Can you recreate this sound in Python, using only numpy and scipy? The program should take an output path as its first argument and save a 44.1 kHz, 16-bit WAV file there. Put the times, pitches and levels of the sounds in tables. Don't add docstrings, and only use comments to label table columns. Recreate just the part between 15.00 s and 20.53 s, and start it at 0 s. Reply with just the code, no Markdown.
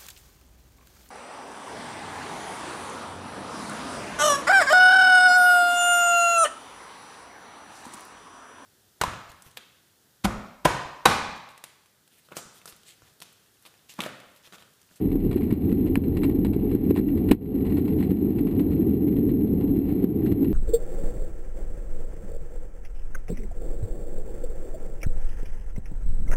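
import sys
import numpy as np
from scipy import signal
from scipy.fft import rfft, irfft
from scipy.io import wavfile
from scipy.ndimage import uniform_filter1d, minimum_filter1d

SR = 44100
rng = np.random.default_rng(int(sys.argv[2]) if len(sys.argv) > 2 else 0)


def magnitude_from_level(level_db):
    exponent = np.asarray(level_db, float) / 20
    return 10 ** exponent


def int16_out(signal):
    q = np.round(np.clip(np.atleast_2d(signal).T, -1, 1) * 32767)
    wavfile.write(sys.argv[1], SR, q.astype(np.int16))


N = 243873

# start_s [s], rumble_db [dB], buzz_db of the fittings [dB]
ROUGHNESS = [(0, -21.5, -59), (.2, -22.5, -60), (.7, -22, -59), (1.278, -19, -60.5), (1.6, -23, -60.5),
             (1.9, -18, -56.5), (2.249, -20.5, -61), (2.702, -21.5, -62), (3.098, -19.5, -57.5),
             (3.3, -21.5, -60), (3.68, -19.5, -60), (4, -18, -59.5), (4.4, -17.5, -59),
             (4.72, -20.5, -63.5), (4.8, -19.5, -59), (4.95, -19.5, -59), (5.1, -22, -63),
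             (5.53, -17.5, -54.5)]
# [dB, relative]
SHELL_MODES = [(79.9, 14, -3.5), (94.9, 18, -7), (129.3, 47, -10.5), (174.3, 30, -7), (203.8, 22, -2.5),
               (242, 28, -7), (318.7, 28, -6.5), (377, 18, -8), (426.3, 27, -9.5)]
# [dB, relative]
FITTING_MODES = [(1353, 260, -3.5), (1924, 164, 4), (2262, 160, 3.5), (2739, 226, 1.5), (3390, 440, -5),
                 (3982, 220, 1), (4088, 200, 2), (5340, 1500, -15)]
# [dB, relative]
PANEL_MODES = [(600, 160, -2), (770, 200, 0), (1050, 200, -3)]


def evened(x):
    return x / np.sqrt(np.mean(x ** 2) + 1e-20)


def control(table, column):
    columns = np.transpose(table)
    return magnitude_from_level(np.interp(np.arange(N) / SR, columns[0], columns[column]))


def resonate(x, hz, width):
    radius = np.exp(-np.pi * width / SR)
    turn = np.exp(2j * np.pi * hz / SR)
    return 2 * signal.lfilter([1 - radius], [1, -radius * turn], x).real


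def ring(x, modes):
    total = 0
    for k, (hz, width, db) in enumerate(modes):
        total = total + (-1) ** k * magnitude_from_level(db) * resonate(x, hz, width)
    return total


def muffle(x, hz=440):
    return signal.sosfilt(signal.butter(N=6, Wn=hz, fs=SR, output="sos"), x)


def lumps(per_s, spread_db, t60):
    size = magnitude_from_level(spread_db * np.minimum(rng.exponential(1, N), 4))
    starts = size * (rng.random(N) < per_s / SR)
    return evened(signal.lfilter([1], [1, -magnitude_from_level(-60 / t60 / SR)], starts))


def blow(ms):
    return np.pad(np.hanning(round(ms * SR / 1000)), (0, SR // 4))


def add(mix, s, db, sound):
    part = mix[round(s * SR):][:len(sound)]
    part += magnitude_from_level(db) * sound[:len(part)] / abs(sound).max()


def rumble():
    surge_db = 1.3
    boom_hz, boom_width_hz, boom_db = 280.2, 33, 0.7
    deep_start_db, deep_fade_db_per_s = 1.93, -0.8
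    road = rng.standard_normal((len(SHELL_MODES), N))
    surge = uniform_filter1d(rng.standard_normal(N), SR // 16)
    surge = evened(uniform_filter1d(surge, SR // 16))
    road *= magnitude_from_level(surge_db * surge)
    road[:2] *= magnitude_from_level(deep_start_db + deep_fade_db_per_s * np.arange(N) / SR)
    shell = resonate(rng.standard_normal(N), boom_hz, boom_width_hz) * magnitude_from_level(boom_db)
    for force, (hz, width, db) in zip(road, SHELL_MODES):
        shell += magnitude_from_level(db) * resonate(force, hz, width)
    return control(ROUGHNESS, column=1) * evened(muffle(shell))


def thud(hz):
    push = blow(2.52)
    wheel = push
    for _ in range(3):
        wheel = resonate(wheel, hz, 260)
    return muffle(wheel + magnitude_from_level(-4.5) * ring(push, SHELL_MODES), 480)


def jolts():
    # start_s [s], peak_db [dB], pitch_hz of the thud [Hz]
    joints = [(0.357, -8, 296), (0.522, -6.5, 230), (.723, -6.5, 229), (.896, -13, 259), (0.97, -8.5, 205),
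              (1.465, -11.5, 253), (1.561, -9.5, 301), (1.747, -9, 283), (1.905, -4.5, 370),
              (1.975, -9, 315), (1.985, -6, 265), (1.994, -4, 252.5), (2.3084, -2.5, 303.7),
              (2.3126, 6.5, 298.7), (2.329, 2.5, 250), (2.346, -5, 240), (3.113, -8, 294),
              (3.223, -8.5, 254), (5.038, -8.5, 259)]
    bumps_per_s, bumps_db = 32, -34.5
    size = magnitude_from_level(2.7 * np.minimum(rng.exponential(1, N), 3)) * rng.choice([-1, 1], N)
    hits = size * (rng.random(N) < bumps_per_s / SR)
    bumps = signal.oaconvolve(hits, thud(280))[:N]
    out = magnitude_from_level(bumps_db) * evened(bumps)
    for s, db, hz in joints:
        add(out, s, db, thud(hz))
    return out


def knocks():
    # start_s [s], peak_db [dB], panel_db and fittings_db [dB relative to peak_db]
    hard_knocks = [(0.9556, -15.5, -8, -22), (1.9071, -38, 11, -2.5), (2.3127, -19.5, -14.5, 1),
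                   (2.3158, -14.5, -16, 4.5), (2.3182, -15, -8, 2.5)]
    # [dB, relative]
    knocked_modes = [(1420, 210, -10), (1730, 120, 1), (2380, 450, 0.5), (2970, 490, -7),
                     (4580, 650, -32.5), (5540, 720, -20)]
    out = np.zeros(N)
    tap = blow(0.2)
    for s, db, panel_db, fittings_db in hard_knocks:
        add(out, s, db, ring(tap, knocked_modes))
        add(out, s, db + panel_db, ring(tap, PANEL_MODES))
        add(out, s, db + fittings_db, ring(np.gradient(tap), FITTING_MODES))
    return out


def fittings():
    # start_s [s], level_db at the strongest point of the burst envelope [dB]
    clear_rattles = [(0.1141, -53), (0.2008, -54), (0.3116, -43), (0.329, -55.5), (0.3611, -51.5),
                     (0.372, -49.5), (0.409, -50.5), (0.4294, -57), (0.5038, -50.5), (0.527, -50),
                     (0.6914, -54), (0.7147, -53), (0.865, -47.5), (0.9533, -43), (1.0366, -49.5),
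                     (1.1667, -43.5), (1.2184, -53), (1.233, -38), (1.242, -53), (1.2952, -47),
                     (1.4473, -40.5), (1.5325, -47.5), (1.7126, -52), (1.9017, -46.5), (1.951, -46),
                     (1.9604, -37), (1.969, -40.5), (1.984, -44), (2.085, -49), (2.1743, -53),
                     (2.2879, -46), (2.3115, -30), (2.322, -30), (2.55, -58.5), (2.606, -59.5),
                     (2.649, -51.5), (2.666, -51), (2.698, -52), (2.7195, -47.5), (2.77, -44), (2.791, -54),
                     (2.853, -57.5), (2.8782, -48), (2.987, -58.5), (3.006, -50.5), (3.026, -46),
                     (3.1037, -52.5), (3.3827, -50), (3.468, -51), (3.5105, -54), (3.593, -46),
                     (3.7143, -54.5), (4.0768, -50), (4.1625, -52), (4.29, -49), (4.6087, -51),
                     (4.6763, -53), (4.7588, -61.5), (4.888, -56.5), (5.027, -58), (5.2594, -46.5),
                     (5.316, -53), (5.4433, -46.5)]
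    rise_s, t60_s = 0.00049, 0.072
    panel_db = 2
    t = np.arange(SR // 2) / SR
    burst = magnitude_from_level(-60 * t / t60_s) * (1 - np.exp(-t / rise_s))
    bursts = np.zeros(N)
    for s, db in clear_rattles:
        add(bursts, s, db, burst)
    buzz = control(ROUGHNESS, column=2) * evened(3.0 + lumps(82, 1.8, 0.045))
    grit = 1.6 + lumps(400, 2.5, 0.008)
    taps = rng.standard_normal((2, N)) * grit
    ringing = evened(ring(taps[0], FITTING_MODES)) * (bursts + buzz)
    panel = magnitude_from_level(panel_db) * evened(ring(taps[1], PANEL_MODES)) * bursts
    return ringing + panel


def tyre_bounce():
    # start_s [s], level_db [dB]
    bounce_levels = [(0, -34), (.35, -34), (.6, -47), (.9, -34), (2.2, -34.5), (3.2, -44), (4.7, -37),
                     (5.1, -43.5), (5.53, -33.5)]
    bounce_hz = 34
    swell_start_s, swell_length_s, swell_db = 0.02, 0.34, -22
    sway = resonate(rng.standard_normal(N), bounce_hz, 9)
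    sway = resonate(sway, bounce_hz, 20)
    out = control(bounce_levels, column=1) * evened(sway)
    t = np.arange(0, swell_length_s, 1 / SR)
    swell = np.sin(np.pi * t / swell_length_s) * np.sin(2 * np.pi * bounce_hz * t)
    add(out, swell_start_s, swell_db, swell)
    return out


def tyre_hiss():
    # [dB per Hz, relative]
    hiss_colour = [(300, -34.5), (500, -24), (620, 1), (760, 6), (900, -4), (1150, -9), (1400, -20),
                   (3000, -26.5), (5000, -30), (6000, -56.5)]
    hiss_db = -51
    hz, db = np.transpose(hiss_colour)
    bins_hz = np.fft.rfftfreq(N, 1 / SR)
    colour = magnitude_from_level(np.interp(np.log(bins_hz + 1), np.log(hz), db))
    noise = rng.standard_normal(N)
    return magnitude_from_level(hiss_db) * evened(irfft(rfft(noise) * colour, N))


def scene():
    mix = rumble() + jolts() + knocks() + fittings() + tyre_bounce() + tyre_hiss()
    return mix[None]


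def gain_control(x):
    threshold_db, duck_per_db = -13.0, 0.78
    hold_s, lag_s, recovery_db_per_s = 0.047, 0.0055, 80.0
    step_db = 0.57
    peak_db = 20 * np.log10(abs(x) + 1e-9)
    wait = round(hold_s * SR)
    peak_db = -minimum_filter1d(-np.pad(peak_db, (wait // 2, 0), "edge"), wait)[:N]
    fall = np.arange(N) * recovery_db_per_s / SR
    falling_peak_db = np.maximum.accumulate(peak_db + fall) - fall
    over_db = np.maximum(falling_peak_db - threshold_db, 0)
    lag = np.exp(-1 / (lag_s * SR))
    duck_db = duck_per_db * signal.lfilter([1 - lag], [1, -lag], over_db)
    stepped_db = step_db * np.round(duck_db / step_db)
    return x / magnitude_from_level(stepped_db)


def slow_converter(x):
    hold = 4
    smooth = signal.sosfilt(signal.butter(N=6, Wn=5200, fs=SR, output="sos"), x)
    slow = signal.resample_poly(smooth, 160, 147)[::hold]
    held = signal.resample_poly(np.repeat(slow, hold), 147, 160)
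    return signal.sosfilt(signal.butter(N=12, Wn=15100, fs=SR, output="sos"), held)


def band_limit(x):
    return signal.sosfilt(signal.butter(12, 16330, fs=SR, output="sos"), x)


def record(dry):
    clipped = np.clip(gain_control(dry[0]), -0.5, 0.5)
    converted = slow_converter(clipped)
    mix = np.pad(converted, (0, 8))[None, :N]
    return band_limit(mix)


dry = scene()
out = record(dry)
int16_out(out)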